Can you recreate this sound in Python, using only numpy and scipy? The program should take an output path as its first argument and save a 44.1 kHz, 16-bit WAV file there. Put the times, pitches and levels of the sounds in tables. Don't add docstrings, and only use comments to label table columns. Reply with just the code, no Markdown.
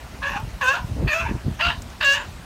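import sys
import numpy as np
from scipy import signal
from scipy.fft import rfft, irfft
from scipy.io import wavfile
from scipy.ndimage import uniform_filter1d

SR = 44100
rng = np.random.default_rng(int(sys.argv[2]) if len(sys.argv) > 2 else 0)


def inscribe(sig):
    pcm = np.round(np.clip(np.atleast_2d(sig).T, -1, 1) * 32767)
    wavfile.write(sys.argv[1], SR, pcm.astype(np.int16))


def undo_db(level):
    steps = np.asarray(level, float) / 20
    return 10 ** steps


N = 108045


def evened(x):
    return x / np.sqrt(np.mean(x ** 2) + 1e-20)


def read(points, hz):
    f, value = np.transpose(points)
    return np.interp(np.log(hz + 1), np.log(f + 1), value)


def shaped(x, points):
    gain = undo_db(read(points, np.fft.rfftfreq(N, 1 / SR)))
    return evened(irfft(rfft(x, N) * gain, N)[:len(x)])


def slow(hz, size):
    f = np.fft.rfftfreq(N, 1 / SR)
    drift = irfft(rfft(rng.standard_normal(N)) / (1 + (f / hz) ** 4), N)
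    return evened(drift)[:size]


def add(mix, s, sound):
    part = mix[round(s * SR):][:len(sound)]
    part += sound[:len(part)]


def resonate(x, hz, width):
    turn = np.exp(2j * np.pi * np.cumsum(hz * np.ones(len(x))) / SR)
    r = np.exp(-np.pi * width / SR)
    return 2 * (turn * signal.lfilter([(1 - r) ** 2], [1, -2 * r, r * r], x / turn + 1e-18)).real


def yard():
    # frequency in Hz, density in dB per Hz.
    spectrum = [(35, -37), (60, -45), (236, -8), (521, -12.5), (613, -9), (1450, -14), (2530, -18),
                (5450, -22.5), (15500, -35.5)]
    level_db = -44.5
    hz, t, z = signal.stft(shaped(rng.standard_normal(N), spectrum), SR, nperseg=512)
    patches = uniform_filter1d(rng.standard_normal(z.shape), size=8, axis=0)
    patches = evened(uniform_filter1d(patches, size=10, axis=1))
    bed = signal.istft(z * undo_db(1.84 * patches), SR, nperseg=512)[1][:N]
    return undo_db(level_db + 1.0) * evened(bed)


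def wind():
    # time in seconds, wind level in dB.
    gusts = [(0.0, -41), (0.15, -37), (0.46, -34.5), (0.78, -39.5), (0.84, -34), (1.0, -26), (1.061, -22),
             (1.12, -43), (1.32, -25.5), (1.41, -35.5), (1.472, -25), (1.62, -41), (1.669, -28),
             (1.73, -34), (1.78, -31.5), (2.07, -43.5), (2.12, -39), (2.45, -37.5)]
    # frequency in Hz, density in dB per Hz.
    rumble = [(20, -32), (35, -1), (60, 3.5), (120, -5.5), (250, -14.5), (500, -63), (1000, -80)]
    # start in seconds, peak in dB, length in ms.
    thumps = [(0.359, -23.5, 4.9), (0.426, -23.5, 8.5), (0.43, -16, 12), (0.474, -22, 10.7),
              (0.534, -22, 19.6), (0.803, -21, 20), (0.843, -16, 9), (0.914, -14, 11.6), (0.947, -19, 11.2),
              (0.998, -21.5, 3.2), (1.011, -15.5, 6.6), (1.035, -18, 14.7), (1.037, -22, 3.3),
              (1.063, -23, 2.26), (1.042, -16, 6.6), (1.055, -18, 7.9), (1.222, -22, 14),
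              (1.25, -20.5, 10.7), (1.294, -24, 14.5), (1.312, -17.5, 4.85), (1.34, -14.5, 11.15),
              (1.322, -28, 3.1), (1.352, -22, 3.77), (1.363, -23, 11.4), (1.481, -27.5, 3.5),
              (1.465, -17, 7.5), (1.479, -15, 8.8), (1.495, -23, 5.9), (1.511, -20, 7.6),
              (1.665, -17.5, 20.6), (1.777, -23, 17.7)]
    lump_db, lump_hz = 2, 27.3
    rattle_db, rattle_growth = -9.5, 1
    wind_db = np.interp(np.arange(N) / SR, *np.transpose(gusts)) + lump_db * slow(lump_hz, size=N)
    rattle = evened(resonate(rng.standard_normal(N), 209.0, 320.0))
    rattle = rattle * undo_db(rattle_db + rattle_growth * (wind_db + 27.0))
    out = undo_db(wind_db - 1.0) * (shaped(rng.standard_normal(N), rumble) + rattle)
    for start, db, ms in thumps:
        u = np.arange(0, 1, 1000 / (ms * SR))
        add(out, start, undo_db(db) * np.sin(2 * np.pi * u ** 0.83) * np.sin(np.pi * u) ** .5)
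    return out


def fold_pulses(hz, rough, sub):
    wobble_depth, wobble_hz, puff_floor = 0.24, 141.7, 0.14
    size = len(hz)
    wobble = slow(wobble_hz, size=size)
    wobble = wobble - uniform_filter1d(wobble, size=1300)
    turns = np.cumsum(hz * (1 + wobble_depth * rough ** 2 * wobble)) / SR
    buzz = sum(np.cos(2 * np.pi * k * turns) for k in range(1, 10))
    folds = evened(buzz * (1 + sub * np.cos(np.pi * turns)))
    puffs = evened((puff_floor + np.exp(-(turns % 1) / 0.31)) * rng.standard_normal(N)[:size])
    return folds, puffs


def bark(rows, sub, chest_db, hiss_db, rasp_db, throat_hz, throat_db, palate_db, first_db,
         grow_db, swell_s, span_s, swell_db):
    # centre in Hz, width in Hz, level in dB.
    palate_rows = [(3603, 330, 1.5), (4320, 310, -10), (4670, 750, -11)]
    # frequency in Hz, density in dB per Hz.
    hiss_spectrum = [(3500, -11), (5000, 0), (6300, 6), (7800, -4), (9000, -10), (10400, -13.5),
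                     (11800, -13.5), (15500, -17.5)]
    chest_hz, chest_width, mouth_width, throat_width = 1000, 324, 224, 340
    rasp_hz, rasp_width = 2700, 2600
    chest_lag, throat_lag = 0.26, 0.29
    hiss_growth, hiss_rise_s = 0.19, 0.057
    snap_db, snap_s = 3, 0.06
    flutter_s, flutter_span_s, flutter_hz, flutter_db = 1.671, 0.025, 53.4, 3
    throb_hz, throb_db = 49, 2.47

    s, *columns = np.transpose(rows)
    t = np.arange(s[0], s[-1], 1 / SR)
    effort_db, hz, rough, mouth_hz = (np.interp(t, s, c) for c in columns)
    rough = np.clip(rough, 0, 1)
    slack_db = effort_db - effort_db.max()
    folds, puffs = fold_pulses(hz, rough, sub)

    voice = undo_db(rasp_db) * rough * resonate(rng.standard_normal(N)[:len(t)], rasp_hz, rasp_width)
    first_db = first_db + swell_db * np.exp(-((t - swell_s) / span_s) ** 2)
    voice = voice + undo_db(first_db - chest_lag * slack_db) * resonate(folds, hz, 48.0)

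    bright_db = snap_db * np.exp(-np.maximum(t - s[1], 0) / snap_s)
    bright_db = bright_db + grow_db * (t - s[1]) * (1 - rough) ** 2
    for drive, widen in (((1 - rough) * folds, 1), (2.33 * rough * puffs, 1.7)):
        palate = np.zeros(len(t))
        for k, (f, width, db) in enumerate(palate_rows):
            palate += (-1) ** k * undo_db(db) * resonate(drive, f * throat_hz / 2700, width)
        throat = undo_db(throat_db) * resonate(drive, throat_hz, throat_width * widen)
        throat = throat + undo_db(palate_db + bright_db) * palate
        chest = undo_db(chest_db - chest_lag * slack_db) * resonate(drive, chest_hz, chest_width)
        mouth = resonate(drive, mouth_hz, mouth_width * widen)
        voice = voice + mouth + throat * undo_db(throat_lag * slack_db) - chest
    voice = voice / np.sqrt(uniform_filter1d(voice ** 2, size=900) + 1e-9)

    hiss = shaped(puffs, hiss_spectrum)
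    hiss = hiss * undo_db(hiss_db + hiss_growth * slack_db + 2.0 * slow(20.0, size=len(t)))
    hiss = hiss * np.clip((t - s[1]) / hiss_rise_s, .5, 1)

    u = t - flutter_s
    flap_db = flutter_db * np.cos(2 * np.pi * flutter_hz * u) * np.exp(-(u / flutter_span_s) ** 4)
    flap_db = flap_db + throb_db * rough * slow(throb_hz, size=len(t))
    return s[0], (voice + hiss) * undo_db(effort_db + flap_db)


def sea_lion():
    # time in seconds, effort in dB, pitch in Hz, roughness from 0 to 1,
    # mouth resonance in Hz.
    first = [(.216, -50, 560, .7, 1700), (.228, -26, 562, .4, 1700), (.258, -24, 555, .36, 1680),
             (.286, -26, 570, .3, 1700), (.3, -30, 575, .6, 1750), (.362, -31, 600, .75, 1650),
             (.376, -28, 610, .85, 1500), (.384, -38, 610, .9, 1400), (.43, -52, 610, .9, 1400)]
    second = [(0.604, -64, 586.7, .6, 1740), (0.613, -21.5, 584.7, 0.53, 1810),
              (0.635, -22.5, 509, 0.24, 1640), (0.666, -18.5, 503, 0.16, 1530),
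              (0.689, -15, 525.2, 0.022, 1580), (0.732, -24.5, 573.3, 0.28, 1680),
              (0.74, -22.5, 695, 0.27, 1400), (0.773, -29, 727, 0.59, 1610), (0.845, -52, 747, 0.22, 1540)]
    third = [(1.065, -55, 651.7, 0.29, 1820), (1.079, -22.5, 650, 0.41, 1730),
             (1.105, -24, 612.5, 0.26, 1770), (1.132, -21, 583.8, 0.31, 1770),
             (1.141, -22, 647.4, 0.23, 1510), (1.197, -23.5, 664.8, 0.18, 1490),
             (1.235, -31, 671, 0.8, 1510), (1.296, -33.5, 571.3, 0.98, 1780), (1.36, -60, 500, 0.73, 1510)]
    fourth = [(1.585, -68, 599, 0.57, 1680), (1.593, -31.5, 594.3, 0.85, 1680),
              (1.612, -21, 621.3, 0.64, 1870), (1.624, -19.5, 679.7, 0.22, 1470),
              (1.661, -21, 697.4, 0.39, 1430), (1.691, -21, 697.6, 0.37, 1490), (1.707, -28, 691, .8, 1760),
              (1.736, -39.5, 621, 0.75, 1720), (1.779, -71, 548, 1, 1528)]
    fifth = [(2.003, -42, 666, 0.84, 1730), (2.011, -21.5, 630, 0.63, 1630), (2.03, -22.5, 626, 0.75, 1700),
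             (2.052, -18, 554.7, 0.13, 1630), (2.077, -15, 555.3, 0.13, 1690),
             (2.127, -17, 558.7, 0.16, 1642), (2.15, -20, 577.2, 0.27, 1720),
             (2.215, -35.5, 557.7, 1, 1700), (2.26, -42.5, 531, 0.71, 1587)]
    subs = [.1, .35, .05, .08, .04]
    # chest in dB, breath hiss in dB, rasp in dB.
    manners = [(-4.5, -20.5, -13), (-4.5, -20.5, -6.5), (-6.5, -17.5, -27), (-7.5, -25, -9),
               (-12, -19, -14)]
    # throat resonance in Hz, throat in dB, palate in dB, fundamental in dB.
    throats = [(2590, -5, -20, -18.5), (2686, -4, -25, -21), (2535, 0, -16.5, -17.5),
               (2792, 0.5, -17, -17.5), (2746, -0.5, -10, -20.5)]
    growths = [0, 130, 0, 0, 0]
    # centre in seconds, span in seconds, rise in dB.
    swells = [(.285, 0.036, 6), (.655, 0.024, 4), (1.17, 0.025, 12.5), (1.665, 0.042, 3), (2.1, 0.11, 4.5)]
    out = np.zeros(N)
    barks = (first, second, third, fourth, fifth)
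    for rows, sub, manner, throat, grow, swell in zip(barks, subs, manners, throats, growths, swells):
        add(out, *bark(rows, sub, *manner, *throat, grow, *swell))
    return out


def pen(x):
    # frequency in Hz, time to fall by 60 dB in seconds.
    decay = [(500, 0.32), (1000, 0.16), (3000, 0.16), (8000, 0.1)]
    taps = np.zeros(SR // 2)
    at = np.arange(300, SR // 2 - 20, 20)
    taps[at + rng.integers(0, 20, len(at))] = rng.choice([-1., 1.], len(at))
    hz, t, z = signal.stft(taps, SR, nperseg=256)
    fade = undo_db(-60 * t / np.maximum(read(decay, hz), .02)[:, None])
    tail = signal.istft(z * fade, SR, nperseg=256)[1]
    return undo_db(-11) * signal.fftconvolve(x, tail / np.linalg.norm(tail))[:N]


def airs(rows, width, grain_db):
    out = np.zeros(N)
    t = np.arange(-4000, 14000) / SR
    for s, swell, fade, db, hz in rows:
        shape = np.exp(-np.where(t < 0, (t / swell) ** 2, abs(t) / fade))
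        noise, grain = rng.standard_normal((2, len(t)))
        air = evened(resonate(resonate(noise, hz, width * hz), hz, 2 * width * hz))
        grain = evened(uniform_filter1d(uniform_filter1d(grain, size=200), size=200))
        add(out, s + t[0], undo_db(db + grain_db * grain) * shape * air)
    return out


def grunts():
    # peak in seconds, swell in seconds, fade in seconds, level in dB, centre in Hz.
    notes_of_chest = [
        (.232, 0.013, 0.007, -29, 1146),
        (.376, 0.034, 0.0055, -30, 820),
        (.392, 0.0073, 0.034, -35, 870),
        (.775, 0.019, 0.047, -33, 972),
        (1.265, .015, 0.036, -31, 938),
        (1.35, 0.041, 0.034, -46, 969),
        (1.605, .01, 0.011, -33, 1000),
        (1.715, 0.024, 0.017, -30.5, 940),
        (1.75, .01, .04, -43, 980),
        (2.19, 0.032, 0.029, -32.5, 944),
    ]
    return airs(notes_of_chest, 0.15, 0.5)


def breaths():
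    # peak in seconds, swell in seconds, fade in seconds, level in dB, centre in Hz.
    rushes = [(.3, 0.033, .05, -57, 11900), (.325, .02, 0.044, -49.5, 5650),
              (.63, 0.0089, 0.04, -42.5, 6440), (.655, 0.03, 0.025, -48, 11500),
              (.655, 0.017, .02, -47, 8000), (.74, .04, .03, -58, 13000),
              (1.085, .008, 0.077, -51.5, 11900), (1.085, .008, 0.024, -35.5, 4480),
              (1.12, .008, 0.043, -42, 6640), (1.17, 0.034, .05, -47, 5430), (1.15, .03, 0.062, -56, 13900),
              (1.625, 0.016, 0.054, -36, 4620), (1.68, 0.045, 0.052, -37.5, 3790),
              (1.73, .03, .02, -40, 3000), (1.65, 0.035, 0.039, -38, 2114), (1.27, 0.045, 0.027, -39, 2300),
              (.235, 0.011, 0.032, -49, 4050), (1.61, 0.0049, .08, -57.5, 12500),
              (2.012, 0.0037, 0.024, -39, 4450), (2.031, .003, .006, -43, 7400),
              (2.05, 0.0028, 0.011, -32, 7400), (2.05, .03, 0.033, -53, 13400),
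              (2.135, 0.023, 0.043, -39.5, 7100)]
    return airs(rushes, 0.16, 3)


def fence():
    # start in seconds, level in dB, ring in Hz.
    ticks = [
        (0.399, -49, 13000),
        (1.5434, -54, 13500),
        (1.82, -35, 7250),
        (1.9, -43.5, 6540),
    ]
    out, t = np.zeros(N), np.arange(900) / SR
    for start, db, hz in ticks:
        burst = rng.standard_normal(len(t)) * np.minimum(t / 0.00033, 1) * undo_db(-60 * t / 0.028)
        add(out, start, undo_db(db) * (3 * resonate(burst, hz, 3600.0) + 0.9 * np.gradient(burst)))
    return out


def scene():
    around = yard() + wind()
    voice = sea_lion()
    animal = voice + pen(voice) + grunts() + breaths()
    return (around + animal + fence())[None]


def top_cut(x):
    return signal.sosfilt(signal.butter(12, 15820, fs=SR, output="sos"), x)


def record(dry):
    # centre in Hz, width in Hz, depth in dB.
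    dips = [(7530, 170, -3), (10780, 300, -4.5)]
    low_hz, high_hz = 45, 15800
    hz = np.fft.rfftfreq(N, 1 / SR)
    dips_db = sum(db * np.exp(-((hz - f) / width) ** 2) for f, width, db in dips)
    limited = irfft(rfft(dry) * undo_db(dips_db) * (hz < high_hz), N)
    mix = signal.lfilter(*signal.butter(3, low_hz, "high", fs=SR), limited)
    return top_cut(mix)


dry = scene()
out = record(dry)
inscribe(out)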